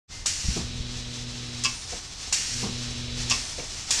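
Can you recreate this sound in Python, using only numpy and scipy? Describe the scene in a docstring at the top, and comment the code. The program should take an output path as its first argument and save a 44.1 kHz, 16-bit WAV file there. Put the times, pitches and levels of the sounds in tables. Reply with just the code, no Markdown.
"""A vibratory bowl feeder runs twice, forced by its coil to buzz at twice the mains rate as parts chatter.
An air cylinder at the end of its track strokes out with a turbulent blast and a long hiss, thuds at its
stop, and later snaps back, exciting the modes of a steel slide with a clang.
A continuous air jet hisses, swelling and fluttering, over the low rumble of the workshop."""
import sys
import numpy as np
from scipy import signal
from scipy.fft import rfft, irfft
from scipy.io import wavfile

SR = 44100
rng = np.random.default_rng(int(sys.argv[2]) if len(sys.argv) > 2 else 0)


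def bounce(signal):
    """Save signal as a 16-bit WAV file at the path given by the first command-line argument."""
    frames = np.transpose(np.atleast_2d(signal))
    limited = np.clip(frames, -1, 1)
    pcm = np.round(limited * 32767).astype(np.int16)
    wavfile.write(sys.argv[1], SR, pcm)


N = 176400
T = np.arange(N) / SR

# Feeder runs: on t/s, off t/s, level/dB
FEEDER_RUNS = [(0.395, 1.683, -4.5), (2.46, 3.33, -2)]
# Partials of the bowl: harmonic number, level/dB
BOWL_PARTIALS = [(1, -38.5), (2, -42.3), (3, -61), (4, -57), (5, -63), (21, -60), (23, -60), (25, -56),
                 (27, -54), (29, -52), (30, -59), (31, -60), (32, -49), (33, -49), (34, -58), (36, -55),
                 (37, -57), (45, -56)]
# Parts chattering on the track (every spectrum is a relative density): f/Hz, level/dB
CHATTER_SPECTRUM = [(150, -14), (350, 3.5), (800, -11), (1800, -6), (2400, -1.5), (3900, -1), (5200, -1),
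                    (7000, -22), (10000, -57), (14000, -57)]

# Outward strokes: t/s, blast level/dB, hiss level/dB, thud level/dB
OUTWARD_STROKES = [(0.258, -22, -34.5, -28), (2.324, -21, -32.5, -27.5), (3.905, -18.5, -32.5, -30)]
# Click of the valve: f/Hz, level/dB
CLICK_SPECTRUM = [(150, -10), (900, 18), (2000, -19), (4000, 10), (12000, -33)]
# Air leaving the valve: f/Hz, level/dB
BLAST_SPECTRUM = [(200, -36), (500, -26), (1000, -19), (2000, -10), (3500, -5), (5000, -3.5), (7200, 3),
                  (8500, -4), (10000, -17.5), (11000, -22.5), (12500, -29), (14000, -40)]
# Resonances of the valve body: f/Hz, width/Hz, level/dB
VALVE_PEAKS = [(5650, 90, 5), (6830, 70, 7), (7030, 70, 9), (7515, 60, 8), (7843, 60, 7)]
# Exhaust hiss: f/Hz, level/dB
EXHAUST_SPECTRUM = [(300, -16), (1000, -25), (1600, -9.5), (2700, -6), (3600, -7.5), (4500, -2), (6500, -1),
                    (7600, -4), (9000, -11), (11000, -25), (12500, -30), (14000, -46)]
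# Resonances and dips of the exhaust port: f/Hz, width/Hz, level/dB
PORT_PEAKS = [(2780, 120, 4), (4130, 90, -4), (4385, 80, 5), (4820, 90, -3), (5040, 80, 5.5), (5250, 60, 4),
              (5650, 80, 11), (6020, 70, 3), (7030, 60, 3), (7960, 100, -5)]
# Piston at its end stop: f/Hz, level/dB
THUD_SPECTRUM = [(40, -15), (120, -21), (180, 4), (280, -5.5), (400, -1), (560, -17.5), (720, -13),
                 (880, -17.5), (1160, -12.5), (1500, -29), (6000, -51)]
# Boom of the table under the piston: f/Hz, width/Hz, level/dB
TABLE_PEAKS = [(186, 32, 4.5)]

# Return strokes: t/s, blast level/dB, clang level/dB, hiss level/dB
RETURN_STROKES = [(1.637, -23, -18.5, -32), (3.2979, -23.5, -17.5, -28)]
# Blows of the slide as it rattles home: t/s after the first, level/dB
RATTLE_BLOWS = [(0, 0), (.0073, 0), (0.015, -7), (0.022, -16)]
# Crash of the slide: f/Hz, level/dB
CRASH_SPECTRUM = [(200, -14), (700, -10), (1100, -1), (1900, -9.5), (2700, 7.5), (3700, -2), (5200, 10.5),
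                  (6500, 3), (8000, -36), (10500, -50), (14000, -51)]
# Pitch of the exhaust whistle: t/s from its onset, f/Hz
WHISTLE_PITCH = [(0, 8780), (.04, 8820), (.12, 9250), (.155, 9230), (.18, 8700), (.205, 7000)]
# Modes of the steel slide: f/Hz, level/dB, T60/s
STEEL_MODES = [(1055, -4, .16), (1152, -3.5, .16), (1660, -14, .13), (1865, -17, .2), (2130, -13, .18),
               (2245, -9.5, .21), (2623, -1, .22), (2680, -9, .12), (2845, -8, .15), (3300, -5, .14),
               (4322, -10, .17), (4960, -7, .16), (5515, -4, .2), (6040, -9, .22)]
# Knocks as the slide settles: t/s, level/dB
SETTLING_KNOCKS = [(1.9165, -32.5), (1.925, -32.5), (3.577, -28), (3.588, -31)]
# Scuff of a knock: f/Hz, level/dB
KNOCK_SPECTRUM = [(60, -4), (180, -0.5), (370, 2.5), (600, 0.5), (780, -5), (900, -10), (2600, -14),
                  (5000, -26), (12000, -55)]
# Hollow modes of the frame: f/Hz, level/dB, T60/s
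FRAME_MODES = [(365, -15, 0.04), (505, -11, 0.043), (708, -16.5, 0.087)]
# Small parts tapping on the track: t/s, level/dB
PART_TAPS = [(3.579, -49), (3.598, -34.5)]
# Modes of those parts: f/Hz, level/dB, T60/s
PART_MODES = [(2280, -4, 0.054), (2780, -3, 0.043)]
# A faint metallic note: t/s, f/Hz, level/dB, decay time/s
FAINT_NOTE = (.11, 2085, -48, .12)

# Swells of the air jet: t/s, level/dB
JET_SWELLS = [(.1, -42.5), (.62, -40.5), (.86, -44.5), (.97, -37.5), (1.07, -43), (1.16, -40), (1.26, -44),
              (1.36, -40.5), (1.47, -43.5), (1.6, -39), (1.99, -38), (2.12, -44), (2.2, -36.5),
              (2.28, -38.5), (2.75, -39.5), (2.88, -38.5), (3.13, -41), (3.205, -31.5), (3.26, -37.5),
              (3.32, -32), (3.53, -35.5), (3.61, -39.5), (3.76, -34), (3.86, -40.5), (4, -26.5)]
# Hiss of the jet: f/Hz, level/dB
JET_SPECTRUM = [(500, -7), (1500, -7.5), (2300, -4), (3200, -2), (4400, 1), (5800, 3.5), (7500, -2.5),
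                (9000, -10.5), (10000, -16), (11000, -28.5), (12500, -27), (14000, -47)]
# Wash of the workshop: f/Hz, level/dB
WASH_SPECTRUM = [(30, -2.5), (110, -2.5), (200, -8.5), (300, -9.5), (600, -19.5), (1200, -13.5),
                 (2200, -19), (5000, -14), (14000, -66)]
# Deep rumble: f/Hz, level/dB
RUMBLE_SPECTRUM = [(24, -9.5), (36, 3), (50, -9), (75, -4), (200, -20.5), (600, -72)]
# Swells of the rumble: t/s, level/dB
RUMBLE_SWELLS = [(.1, -45.5), (.7, -36), (1.2, -43), (2.2, -47.5), (2.8, -39), (3.3, -39.5), (4, -46.5)]
# Soft low bumps: t/s, level/dB
LOW_BUMPS = [(0.442, -23.5), (0.48, -19.5), (0.79, -25)]
# Scuff of a bump: f/Hz, level/dB
BUMP_SPECTRUM = [(15, 6), (35, -7), (62, 13), (110, -6.5), (190, -3), (400, -34), (2000, -67)]

CLANG_DELAY_S = 0.0104  # from the return blast to the slide's first blow


def feeder(coil_hz=120.9, spin_up_s=0.15, run_down_s=0.055, buzz_db=2, chatter_db=-40.5):
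    """Forced vibration: the coil drives the bowl in harmonics, and the parts chatter once a cycle."""
    drive = sum(amp(db) * swell(on, spin_up_s, run_down_s, hold=off - on - spin_up_s)
                for on, off, db in FEEDER_RUNS)
    phase = 2 * np.pi * coil_hz * T
    buzz = np.zeros(N)
    for harmonic, db in BOWL_PARTIALS:
        waver = 1 + 0.15 * drift(36)
        buzz += amp(db) * waver * np.sin(harmonic * phase + 2 * np.pi * rng.random())
    chatter = unit(noise(CHATTER_SPECTRUM) * (1 + 0.3 * np.cos(phase)))
    return drive * (amp(buzz_db) * np.sqrt(2) * buzz + amp(chatter_db) * chatter)


def outward_strokes(opening_s=0.0038, travel_s=0.307, click_db=-25, rebound_s=0.034, rebound_db=-9.5):
    """Turbulence and impact: the valve clicks and vents, and air hisses until the piston thuds home."""
    click, blast = noise(CLICK_SPECTRUM), noise(BLAST_SPECTRUM, VALVE_PEAKS)
    hiss, thud = noise(EXHAUST_SPECTRUM, PORT_PEAKS), noise(THUD_SPECTRUM, TABLE_PEAKS)
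    thud_rise_s, thud_fall_s = 0.012, 0.026
    out = np.zeros(N)
    for start, blast_db, hiss_db, thud_db in OUTWARD_STROKES:
        out += amp(click_db) * click * swell(start, rise=0.0013, fall=0.0011)
        out += amp(blast_db) * blast * swell(start, opening_s, fall=0.027)
        flow = swell(start, opening_s, fall=0.057, hold=travel_s)
        surge = 2.1 * swell(start, opening_s, fall=0.043)
        out += amp(hiss_db) * hiss * (flow + surge)
        stop = start + travel_s - thud_rise_s / 2
        impact = swell(stop, thud_rise_s, thud_fall_s)
        rebound = amp(rebound_db) * swell(stop + rebound_s, thud_rise_s, thud_fall_s)
        out += amp(thud_db) * thud * (impact + rebound)
    return out


def return_strokes(opening_s=0.00099, travel_s=0.22, whistle_delay_s=0.075):
    """Transient discharge: a puff of air, the slide's rattling crash, and a fading, whistling hiss."""
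    blast, crash = noise(BLAST_SPECTRUM, VALVE_PEAKS), noise(CRASH_SPECTRUM)
    hiss = noise(EXHAUST_SPECTRUM, PORT_PEAKS)
    out = np.zeros(N)
    for start, blast_db, clang_db, hiss_db in RETURN_STROKES:
        out += amp(blast_db) * blast * swell(start, opening_s, fall=0.017)
        for lag, db in RATTLE_BLOWS:
            blow = swell(start + CLANG_DELAY_S + lag, rise=0.00058, fall=0.0048)
            out += amp(clang_db + db) * crash * blow
        cutoff = swell(start, opening_s, fall=0.014, hold=travel_s)
        out += amp(hiss_db) * hiss * swell(start, opening_s, fall=0.085) * cutoff
        out += whistle(start + whistle_delay_s)
    return out


def whistle(start, length_s=0.205, clean_s=0.075, level_db=-47, jitter_hz=60, rough_hz=380):
    """Flow tone: a thin exhaust whistle rises, breaks into turbulence, then drops as the pressure goes."""
    age = np.clip(T - start, 0, length_s)
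    breakup = np.clip(age / clean_s - 1, 0, 0.5) * 2
    hz = np.interp(age, *np.transpose(WHISTLE_PITCH)) + (jitter_hz + rough_hz * breakup) * drift(700)
    phase = 2 * np.pi * np.cumsum(hz) / SR
    arch = abs(np.sin(np.pi * age / length_s)) ** 0.3
    return amp(level_db - 4 * breakup) * arch * np.sin(phase)


def slide(ring_db=-11.5, scuff_db=-11.5):
    """Impact excitation: the slide rings on each return, then settles with hollow knocks; parts tap."""
    strikes = [(start + CLANG_DELAY_S, clang_db + ring_db) for start, _, clang_db, _ in RETURN_STROKES]
    knocks = sum(amp(db) * swell(start, rise=0.0055, fall=0.03) for start, db in SETTLING_KNOCKS)
    scuff = amp(scuff_db) * noise(KNOCK_SPECTRUM) * knocks
    steel = ring(strikes, STEEL_MODES, rise=0.01)
    frame = ring(SETTLING_KNOCKS, FRAME_MODES, rise=0.01)
    parts = ring(PART_TAPS, PART_MODES, rise=0.00085)
    return steel + frame + scuff + parts


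def ring(strikes, modes, rise, roughness=0.22):
    """Modal superposition: each mode of a struck part decays exponentially with a rough flutter."""
    out = np.zeros(N)
    for hz, db, t60 in modes:
        envelope = sum(amp(db + hit_db) * swell(start, rise, t60 / np.log(1000))
                       for start, hit_db in strikes)
        flutter = 1 + roughness * drift(170)
        out += np.sqrt(2) * envelope * flutter * np.sin(2 * np.pi * (hz * T + rng.random()))
    return out


def faint_note(jitter_hz=12):
    """Damped oscillation: a faint metallic note sounds before the first stroke."""
    start, hz, db, fall = FAINT_NOTE
    phase = 2 * np.pi * np.cumsum(hz + jitter_hz * drift(86)) / SR
    return amp(db) * swell(start, 0.019, fall) * np.sin(phase)


def air_jet(flutter_db=1.5):
    """Jet turbulence: a continuous broadband hiss swells and flutters."""
    hiss = early_reflections(noise(JET_SPECTRUM))
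    level_db = np.interp(T, *np.transpose(JET_SWELLS)) + flutter_db * drift(16)
    return hiss * amp(level_db)


def workshop(wash_db=-48.5, bump_hz=56, scuff_db=-2.5):
    """Ambient noise: a broad wash and a deep rumble, with a few heavily damped low bumps."""
    scuff = amp(scuff_db) * noise(BUMP_SPECTRUM)
    bumps = np.zeros(N)
    for start, db in LOW_BUMPS:
        tone = np.sin(2 * np.pi * bump_hz * (T - start))
        bumps += amp(db) * swell(start, rise=0.0119, fall=0.014) * (scuff - tone)
    wash = amp(wash_db) * early_reflections(noise(WASH_SPECTRUM))
    rumble = noise(RUMBLE_SPECTRUM) * amp(np.interp(T, *np.transpose(RUMBLE_SWELLS)))
    return wash + rumble + bumps


def early_reflections(x, count=12, level_db=-11):
    """Comb filtering: echoes from the table and bowl, within 10 ms, give a hiss its hollow colour."""
    echoes = np.zeros(SR // 100)
    echoes[rng.integers(20, len(echoes), size=count)] = rng.choice([-1, 1], size=count)
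    return unit(x + amp(level_db) * signal.fftconvolve(x, echoes / np.linalg.norm(echoes))[:N])


def room(x, t60_s=0.3, echoes_per_s=2000, level_db=-11):
    """Reverberation: sparse reflections die away exponentially."""
    t = T[:SR // 2]
    echoes = rng.standard_normal(len(t)) * (rng.random(len(t)) < echoes_per_s / SR)
    echoes *= (t > 0.003) * amp(-60 * t / t60_s)
    return amp(level_db) * signal.fftconvolve(x, echoes / np.linalg.norm(echoes))[:N]


def noise(spectrum, peaks=()):
    """Spectral shaping: noise of rms 1 with a broad contour and optional narrow peaks or dips."""
    hz = np.fft.rfftfreq(N, 1 / SR)
    knot_hz, knot_db = np.transpose(spectrum)
    db = np.interp(np.log(hz + 1), np.log(knot_hz), knot_db)
    for centre, width, lift in peaks:
        db += lift / (1 + (2 * (hz - centre) / width) ** 2)
    return unit(irfft(rfft(rng.standard_normal(N)) * amp(db), N))


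def drift(bandwidth_hz):
    """Random modulation: low-pass noise of mean 0 and rms 1."""
    hz = np.fft.rfftfreq(N, 1 / SR)
    lowpass = np.exp(-(hz / bandwidth_hz) ** 2) * (hz > 0)
    return unit(irfft(rfft(rng.standard_normal(N)) * lowpass, N))


def swell(start, rise, fall, hold=0):
    """Exponential decay with time constant `fall`, after a linear rise and a hold; times in seconds."""
    return np.clip((T - start) / rise, 0, 1) * np.exp(-np.maximum(T - start - rise - hold, 0) / fall)


def amp(db):
    """Amplitude ratio of a level in decibels."""
    return 10 ** (np.asarray(db) / 20)


def unit(x):
    """Normalisation to rms 1."""
    return x / np.sqrt(np.mean(x ** 2) + 1e-20)


def scene():
    """Superposition: the feeder, the reverberant cylinder and the background add in one channel."""
    cylinder = outward_strokes() + return_strokes()
    machine = cylinder + room(cylinder) + slide() + faint_note() + feeder()
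    return (machine + air_jet() + workshop())[None]


def record(dry, fade_start_s=0.076, fade_s=0.033, cutoff_hz=13900):
    """Band limiting: a low-pass filter follows a quick fade-in."""
    fade = np.clip((T - fade_start_s) / fade_s, 0, 1) ** 2
    lowpass = signal.firwin(401, cutoff_hz, window=("kaiser", 9), fs=SR)
    return signal.oaconvolve(dry * fade, lowpass[None], "same")


dry = scene()
out = record(dry)
bounce(out)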